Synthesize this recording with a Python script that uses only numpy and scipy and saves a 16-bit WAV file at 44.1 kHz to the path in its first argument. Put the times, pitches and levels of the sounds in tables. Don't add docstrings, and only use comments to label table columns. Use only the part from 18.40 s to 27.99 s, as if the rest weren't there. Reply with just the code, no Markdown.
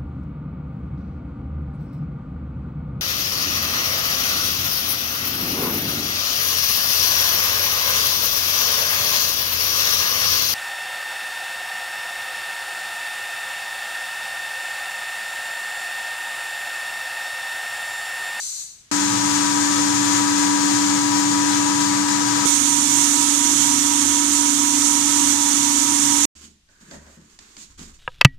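import sys
import numpy as np
from scipy import signal
from scipy.fft import rfft, irfft, next_fast_len
from scipy.io import wavfile

SR = 44100
rng = np.random.default_rng(int(sys.argv[2]) if len(sys.argv) > 2 else 0)


def store_wav(level_fs):
    pcm = np.round(np.clip(np.atleast_2d(level_fs), -1, 1) * 32767)
    wavfile.write(sys.argv[1], SR, pcm.T.astype(np.int16))


N = 422919

MAGNETIC_HZ, BEATER_COUNT, SLOT_COUNT = 100.12, 6, 18
ROOM_T60_S = 0.51
AIR_DB = -59


# (time [s], beater hum level [dB], grinding level [dB])
FRONT_RUN = [(0.55, -26.5, -24.5), (1.04, -25, -24), (2.0, -23, -24.5), (2.95, -23, -25), (3.6, -24.5, -25),
             (4.02, -25.6, -24)]
# (time [s], level [dB])
FRONT_WHINE = [(0.6, -38), (1.05, -33.5), (1.6, -36.5), (1.76, -34), (2.05, -32), (2.32, -36.5),
               (2.7, -32.5), (3.3, -34), (4.02, -33.5)]
# (time of a trough [s], depth [0-1])
FRONT_BEAT = (0.99, 0.11)
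# (shaft order, magnetic sideband, level [dB], left-right [dB], unsteadiness [0-1])
FRONT_TONES = [(0, 1, -53, 0, .5), (0, 2, -40, 1, .25), (0, 3, -45, 3, .3), (7, 0, -52, 3, .5),
               (12, 0, -54, -4, .3), (18, -1, -53, 4, .5), (18, 0, -46, 4, .5), (19, 0, -48, 6, .6),
               (20, 1, -47, 9, .5), (24, 0, -39, 12, .4), (35, -1, -45, 8, .6), (36, -1, -46, 4, .7),
               (34.5, 0, -47, 10, .7), (36, 0, -47, 12, .8)]
# (frequency [Hz], width [Hz], relative level [dB], left-right [dB])
FRONT_CABINET = [(30, 16, -66, -4), (100, 18, -51.5, -1), (116.9, 4, -46, 0.5), (143.4, 5.9, -48.5, 5),
                 (190.4, 32, -44.5, -4), (250, 50, -53.5, 1), (299.6, 25, -43, -1), (487, 22, -50, 21),
                 (860, 52, -41.5, 4), (960, 15, -43, -2.5), (1279, 29, -38, 5.5)]
# (frequency [Hz], relative level [dB per Hz])
FRONT_COLOUR = [(200, -33), (400, -18), (720, -10.5), (1050, -4), (1400, -5), (1700, -3), (2500, -9.5),
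                (3200, -8), (5400, -4.5), (6900, 1.5), (7800, -3.5), (9300, -11), (10500, -18.5),
                (12000, -22.5), (15000, -28.5)]
# (frequency [Hz], left-right [dB])
FRONT_BALANCE = [(300, -8), (600, 3), (1700, 6), (3000, 4.5), (7000, 10), (14000, 5.5)]


def mill_front(t):
    turns = shaft(t)
    hum_db, grind_db = in_time(t, FRONT_RUN)
    whine_db, = in_time(t, FRONT_WHINE)
    out = cabinet(t, FRONT_CABINET)
    out += overtones(t, turns, FRONT_TONES, lag_s=-0.000077, waver_rate=5.4)
    out += from_db(hum_db + 2.2) * hum(t, turns, balance_db=.8, flutter=0.037, lead_rad=1.28)
    motor = whine(t, turns, FRONT_BEAT, unsteady=0.14, balance_db=44.5, lead_rad=0.29)
    out += from_db(whine_db + 4.5) * motor
    grain = grinding(t, turns, FRONT_COLOUR, FRONT_BALANCE, lag_s=-.0006,
                     feed_db=1.94, beat_db=1.0, direct_db=-5.5, rush_db=-2.5)
    return out + from_db(grind_db - 0.13) * grain


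# (time [s], beater hum level [dB], grinding level [dB])
ABOVE_RUN = [(4.06, -26.5, -20.5), (4.16, -28, -20), (4.3, -27, -21.5), (4.8, -26.5, -20),
             (5.75, -25.5, -21.5), (6.7, -26, -21), (6.84, -25, -20), (6.98, -27.5, -22), (7.1, -27, -21),
             (7.85, -26, -20)]
# (time of a trough [s], depth [0-1])
ABOVE_BEAT = (4.70, 0.74)
# (shaft order, magnetic sideband, level [dB], left-right [dB], unsteadiness [0-1])
ABOVE_TONES = [(5, 0, -48, 1, .5), (5.5, 0, -44.5, 2, .7), (7, 0, -47, -7, .4), (12, 0, -52, -4, .3),
               (18, -1, -55, -7, .5), (20, 1, -51, -5, .6), (25, 1, -47, -2, .5), (22, 0, -52, -4, .5),
               (73, 0, -44, -6, .8)]
# (shaft order, magnetic sideband, level [dB],
# left-right [dB], unsteadiness [0-1])
SWELLING_TONES = [(18, 0, -41, -4, .4), (24, 0, -44, -6, .4)]
# (time [s], gain [dB])
SWELL = [(4.1, -4), (6.55, -11), (6.9, 3), (7.85, 1.5)]
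# (frequency [Hz], width [Hz], relative level [dB], left-right [dB])
ABOVE_CABINET = [(27, 14, -73, 1), (76.3, 6, -68, 5), (100, 12, -54.5, 0), (137.8, 5.7, -50.5, 3),
                 (223, 26, -47.5, -3), (314, 26, -42.5, -3), (863, 18, -46.5, -4.5), (940, 14, -44.5, -14),
                 (1140, 49, -44.5, 5.5), (1285, 23, -42.5, -5)]
# (frequency [Hz], relative level [dB per Hz])
ABOVE_COLOUR = [(200, -33.5), (400, -20.5), (720, -20.5), (1050, -15), (1420, -15), (1600, -12),
                (2600, -14), (3500, -10), (5100, -12), (5900, -2), (6900, 1), (8300, -6), (9400, -5.5),
                (10700, -20.5), (13000, -20), (15000, -34)]
# (frequency [Hz], left-right [dB])
ABOVE_BALANCE = [(300, -6), (600, -4.5), (1300, -4), (2000, -6), (4000, -8), (7000, -17), (14000, -16.5)]
ABOVE_WHINE_DB = -32


def mill_above(t):
    turns = shaft(t)
    hum_db, grind_db = in_time(t, ABOVE_RUN)
    swell_db, = in_time(t, SWELL)
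    out = cabinet(t, ABOVE_CABINET)
    out += overtones(t, turns, ABOVE_TONES, lag_s=0.00054, waver_rate=5.5)
    out += from_db(swell_db) * overtones(t, turns, SWELLING_TONES, lag_s=0.00038, waver_rate=4.9)
    out += panel(t, hz=260.2, level_db=-39, unsteady=.5)
    out += bump(t, level_db=-26, t60=0.067)
    out += from_db(hum_db + 0.5) * hum(t, turns, balance_db=-2.0, flutter=0.11, lead_rad=-0.82)
    motor = whine(t, turns, ABOVE_BEAT, unsteady=0.12, balance_db=-5.0, lead_rad=1.76)
    out += from_db(ABOVE_WHINE_DB) * motor
    grain = grinding(t, turns, ABOVE_COLOUR, ABOVE_BALANCE, lag_s=.00059,
                     feed_db=2.0, beat_db=2.5, direct_db=-8.0, rush_db=0.0)
    return out + from_db(grind_db + 0.62) * grain


# (time [s], rate [passes per s])
BEATERS = [(0.5, 291.7), (1.2, 290.9), (2.1, 290.7), (3.2, 291.05), (4.05, 291.0), (4.06, 287.9),
           (5.1, 287.5), (6.0, 288.5), (6.4, 288.75), (7.0, 287.75), (7.85, 287.3)]


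def shaft(t):
    passes_per_s, = in_time(t, BEATERS)
    return np.cumsum(passes_per_s) / BEATER_COUNT / SR


def grinding(t, turns, colour, balance, lag_s, feed_db, beat_db, direct_db, rush_db):
    clumps_db = feed_db * (0.65 * drift(t, 9.7) + 0.87 * drift(t, 90))
    beaters_db = beat_db * np.cos(2 * np.pi * turns * BEATER_COUNT)
    impacts = grains(t, per_s=9000, spread_db=3.0) * from_db(clumps_db + beaters_db)
    rush = from_db(rush_db) * rng.standard_normal((2, len(t)))
    sound = washroom(impacts, direct_db, lag_s) + rush
    return coloured(sound, colour, 2000, 14000, over_hz(freqs(len(t)), balance))


def hum(t, turns, balance_db, flutter, lead_rad):
    return tone(t, BEATER_COUNT * turns, flutter, 12, lead_rad, balance_db)


def whine(t, turns, beat, unsteady, balance_db, lead_rad):
    trough_s, depth = beat
    slip = MAGNETIC_HZ * t - 2 * turns
    since_trough = slip - np.interp(trough_s, t, slip)
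    swell = np.abs(1 - depth * np.exp(2j * np.pi * since_trough)) / np.hypot(1, depth)
    cycles = SLOT_COUNT * turns + MAGNETIC_HZ * t
    return swell * tone(t, cycles, unsteady, 8.8, lead_rad, balance_db)


def overtones(t, turns, tones, lag_s, waver_rate):
    out = 0
    for order, sideband, level_db, balance_db, unsteady in tones:
        cycles = order * turns + sideband * MAGNETIC_HZ * t
        hz = (cycles[1] - cycles[0]) * SR
        lead_rad = -2 * np.pi * hz * lag_s
        out = out + from_db(level_db) * tone(t, cycles, unsteady, waver_rate, lead_rad, balance_db)
    return out


def cabinet(t, modes):
    power = sum((from_db(db) * pan(balance_db) * resonance(t, hz, width)) ** 2
                for hz, width, db, balance_db in modes)
    return shaped(diffuse(t), np.sqrt(power))


def panel(t, hz, level_db, unsteady):
    return from_db(level_db) * tone(t, hz * t, unsteady, waver_rate=2.5, lead_rad=-.4, balance_db=2)


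def bump(t, level_db, t60):
    colour = [(15, -25), (40, -15), (120, -5), (350, -3), (800, -25.5), (3000, -70)]
    fading_db = level_db - 60 * (t - t[0]) / t60
    return from_db(fading_db) * coloured(diffuse(t), colour, 18, 400)


# (time [s], level [dB])
POUR = [(0.0, -31), (0.21, -34.5), (0.412, -53.5), (0.5, -66)]
# (frequency [Hz], relative level [dB per Hz])
POUR_COLOUR = [(200, -48), (400, -34), (800, -31), (1500, -27.5), (2400, -26), (3300, -22.5), (4050, -9.5),
               (4550, -9), (5200, -17), (6000, -3), (6600, -4), (8000, -7.5), (10000, -19), (15000, -29)]


def pouring(t):
    level_db, = in_time(t, POUR)
    impacts = washroom(grains(t, per_s=2200, spread_db=3.5), direct_db=-12, lag_s=0.001)
    patter = coloured(impacts, POUR_COLOUR, 1000, 14000, balance_db=3.0)
    return from_db(level_db) * patter + air(t, level_db=AIR_DB)


def bag(t):
    return cloth(t) + pushes(t) + rim(t) + knocks(t) + air(t, level_db=AIR_DB - 8.0)


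# (time [s], thud level [dB], clank level [dB], tick level [dB])
KNOCKS = [(7.953, -58, -72, -52), (8.036, -48.5, -73, -60), (8.068, -57, -77, -53), (8.288, -68, -65, -57),
          (8.410, -50, -61, -53), (8.483, -46, -63, -56), (8.511, -39.5, -43, -37.5),
          (8.535, -41.5, -45.5, -58), (8.664, -55, -51.5, -54), (8.772, -44, -60, -62),
          (8.814, -63, -75, -55), (8.989, -58, -74, -36.5), (9.167, -50, -68, -36.5),
          (9.392, -41, -68, -39), (9.427, -58, -75, -45)]
# (frequency [Hz], width [Hz], relative level [dB])
THUD_MODES = [(170, 23, -2), (218, 25, -1), (290, 100, -5.5)]
# (frequency [Hz], width [Hz], relative level [dB])
CLANK_MODES = [(563, 45, -1.5), (650, 64, -1), (940, 110, -3), (1351, 100, -13), (1600, 90, -5),
               (1860, 120, -2)]


def knocks(t):
    _, thud_db, clank_db, tick_db = np.transpose(KNOCKS)
    thud = blows(t, thud_db, t60=0.42, rise_s=0.0019) * ringing(t, THUD_MODES)
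    clank = blows(t, clank_db, t60=0.36, rise_s=0.0019) * ringing(t, CLANK_MODES)
    crack_colour = [(300, -11), (1400, 3), (2800, 0.5), (5000, 5), (7500, 3.5), (15000, -43)]
    crack = coloured(diffuse(t), crack_colour, 300, 15000, balance_db=-3)
    tick = blows(t, tick_db, t60=0.019, rise_s=.0005)
    tick_tail = blows(t, tick_db - 16.0, t60=ROOM_T60_S, rise_s=.004)
    return thud + clank + (tick + tick_tail) * crack


def blows(t, levels_db, t60, rise_s):
    age = np.maximum(t - np.array(KNOCKS)[:, :1], 0).astype(np.float32)
    each = np.exp(-np.log(1000) * age / t60) * (1 - np.exp(-age / rise_s))
    return np.sqrt(from_db(2 * levels_db) @ each ** 2)


# (time [s], length [s], swish level before trim [dB], rub level [dB])
STROKES = [(7.948, .05, -49.5, -63), (7.997, 0.056, -46, -61), (8.29, 0.13, -64, -70),
           (8.392, 0.12, -54, -63), (8.495, 0.059, -48, -57), (8.60, .16, -57, -61.5),
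           (8.79, 0.1, -62, -67), (8.883, .07, -57, -66), (8.993, 0.18, -54, -63), (9.167, 0.066, -45, -62),
           (9.283, 0.04, -56, -66), (9.373, 0.066, -46, -55.5), (9.464, .035, -52.5, -59.5),
           (9.528, .02, -53, -65)]
# (frequency [Hz], relative level [dB per Hz])
SWISH_COLOUR = [(1250, -31.8), (2500, -8), (4500, -5), (5700, -5), (7000, 2.5), (9000, -11.1),
                (11000, -20.1), (15000, -27)]
# (frequency [Hz], relative level [dB per Hz])
RUB_COLOUR = [(120, -27), (250, 5), (400, 0.5), (600, -12.5), (1100, -2), (1600, -1.5), (2400, -7),
              (4000, -23)]
STROKE_ATTACK_S, STROKE_RELEASE_DB_PER_S = 0.017, 220


def cloth(t):
    start_s, length_s, swish_db, rub_db = np.transpose(STROKES)
    swishing, rubbing = (strokes(t, start_s, length_s, db, STROKE_ATTACK_S, STROKE_RELEASE_DB_PER_S)
                         for db in (swish_db, rub_db))
    fibres = washroom(grains(t, per_s=3500, spread_db=7.5), direct_db=-11, lag_s=.0006)
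    swish = swishing * from_db(-1.0) * coloured(fibres, SWISH_COLOUR, 3000, 14000, balance_db=-6)
    rub = rubbing * coloured(diffuse(t), RUB_COLOUR, 900, 2500, balance_db=-0.5)
    return swish + rub


# (time [s], level [dB])
RIM = [(8.27, -94), (8.29, -62), (8.40, -65), (8.52, -54), (8.62, -67), (8.67, -64), (8.80, -78),
       (8.9, -95)]
# (frequency [Hz], width [Hz], relative level [dB])
RIM_MODES = [(1500, 60, 0), (1640, 70, -0.5), (1800, 70, -7)]


def rim(t):
    level_db, = in_time(t, RIM)
    return from_db(level_db) * ringing(t, RIM_MODES)


# (time [s], length [s], level [dB])
PUSHES = [(7.953, .09, -55), (8.51, 0.18, -54), (8.74, .11, -62), (9.357, .08, -50)]
# (time [s], level [dB])
RUMBLE = [(7.96, -62), (8.1, -73), (8.3, -65), (8.75, -65), (8.88, -74), (9.0, -61), (9.2, -67),
          (9.33, -54), (9.4, -51), (9.58, -55)]
# (frequency [Hz], relative level [dB per Hz])
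RUMBLE_COLOUR = [(10, -5), (25, 3), (50, -3), (110, -11), (200, -33), (600, -80)]
BOOM_HZ, PUSH_ATTACK_S, PUSH_RELEASE_DB_PER_S = 74.5, 0.019, 110


def pushes(t):
    pushing = strokes(t, *np.transpose(PUSHES), PUSH_ATTACK_S, PUSH_RELEASE_DB_PER_S)
    boom = pushing * tone(t, BOOM_HZ * t, unsteady=0.28, waver_rate=12, lead_rad=0, balance_db=1)
    rumble_db, = in_time(t, RUMBLE)
    return boom + from_db(rumble_db) * coloured(diffuse(t), RUMBLE_COLOUR, 18, 53)


def strokes(t, start_s, length_s, levels_db, attack_s, release_db_per_s):
    age = t - start_s[:, None]
    overtime = np.maximum(age - length_s[:, None], 0)
    fading_db = levels_db[:, None] - release_db_per_s * overtime
    each = np.clip(age / attack_s, 0, 1) * from_db(fading_db)
    return each.max(0)


# (frequency [Hz], relative level [dB per Hz])
AIR_COLOUR = [(15, -32), (25, -7), (163, -8), (501, -22), (2070, -16), (3730, -14.5), (5280, -15),
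              (6540, -15), (7480, -17), (15000, -37)]


def air(t, level_db):
    return from_db(level_db) * coloured(diffuse(t), AIR_COLOUR, 33, 15000)


def washroom(x, direct_db, lag_s):
    age = np.arange(SR // 2) / SR
    tail = from_db(-60 * age / ROOM_T60_S) * (age > .002)
    response = rng.standard_normal((2, len(age))) * tail
    response /= np.sqrt(np.sum(response ** 2, axis=1, keepdims=True))
    for ear, late_s in enumerate((max(lag_s, 0), max(-lag_s, 0))):
        response[ear, round(late_s * SR)] += from_db(direct_db)
    return rms_one(shaped(x, rfft(response, len(x))))


def grains(t, per_s, spread_db):
    hardness = from_db(spread_db * np.minimum(rng.exponential(1, len(t)), 4))
    return (rng.random(len(t)) < per_s / SR) * hardness * rng.choice([-1, 1], len(t))


def tone(t, cycles, unsteady, waver_rate, lead_rad, balance_db):
    share = np.clip(unsteady, 0, 1)
    lead = np.array([[lead_rad], [0]])
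    phase = (2 * np.pi * ((cycles + rng.random()) % 1) + lead).astype(np.float32)
    steady = np.sqrt(2 - 2 * share ** 2)
    in_phase = (steady + share * drift(t, waver_rate)) * np.sin(phase)
    quadrature = share * drift(t, waver_rate) * np.cos(phase)
    return pan(balance_db) * (in_phase + quadrature)


def ringing(t, modes):
    power = sum((from_db(db) * resonance(t, hz, width)) ** 2 for hz, width, db in modes)
    return rms_one(shaped(diffuse(t), np.sqrt(power)))


def resonance(t, hz, width_hz):
    f = freqs(len(t))
    return rms_one(f / (f + hz) / (1 + ((f - hz) / width_hz) ** 2))


def diffuse(t, alike_below_hz=430):
    mid, side = rng.standard_normal((2, len(t)))
    alike = .97 / (1 + (freqs(len(t)) / alike_below_hz) ** 3)
    return shaped(mid, np.sqrt(1 + alike)) + shaped(side, np.sqrt(1 - alike)) * [[1], [-1]]


def coloured(x, colour, lo_hz, hi_hz, balance_db=0):
    hz = freqs(x.shape[1])
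    spectrum = rfft(x) * from_db(over_hz(hz, colour)) * pan(balance_db)
    centre = spectrum.mean(0)[(hz > lo_hz) & (hz < hi_hz)]
    return irfft(spectrum) * x.shape[1] / np.sqrt(2 * np.sum(np.abs(centre) ** 2))


def shaped(x, gain):
    return irfft(rfft(x) * gain)


def drift(t, rate):
    r = np.exp(-80 * np.pi * rate / SR)
    steps = rng.standard_normal(len(t) // 40 + 2002)
    slow = signal.lfilter([1], [1, -2 * r, r * r], steps)[2000:]
    return np.interp(np.arange(len(t)) / 40, np.arange(len(slow)), rms_one(slow))


def pan(db):
    pair = from_db(np.array([[.5], [-.5]]) * db)
    return pair / np.sqrt(np.mean(pair ** 2, axis=0))


def from_db(db):
    return 10 ** (np.asarray(db) / 20)


def rms_one(x):
    return x / np.sqrt(np.mean(x ** 2) + 1e-20)


def in_time(t, rows):
    s, *columns = np.transpose(rows)
    return [np.interp(t, s, c) for c in columns]


def over_hz(hz, points):
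    at, value = np.transpose(points)
    return np.interp(np.log(hz), np.log(at), value)


def freqs(count):
    return np.maximum(np.arange(count // 2 + 1) * SR / count, 1)


def moment(start, end):
    half = next_fast_len(round((end - start) * SR / 2) + 1, real=True)
    return start + np.arange(half * 2) / SR


POUR_END_S, MOVE_S, MILL_END_S, BAG_START_S = .5135, 4.055, 7.854, 7.952


def scene():
    out = np.zeros((2, N))
    for source, start, end in [(pouring, 0, POUR_END_S), (mill_front, POUR_END_S, MOVE_S),
                               (mill_above, MOVE_S, MILL_END_S), (bag, BAG_START_S, N / SR)]:
        first, last = round(start * SR), round(end * SR)
        out[:, first:last] = source(moment(start, end))[:, :last - first]
    return out


CUTOFF_HZ = 15300


def record(dry):
    rounded = dry / (1 + (dry / .8) ** 8) ** (1 / 8)
    low_pass = signal.ellip(10, .1, 80, CUTOFF_HZ, fs=SR, output="sos")
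    return signal.sosfilt(low_pass, rounded)


dry = scene()
out = record(dry)
store_wav(out)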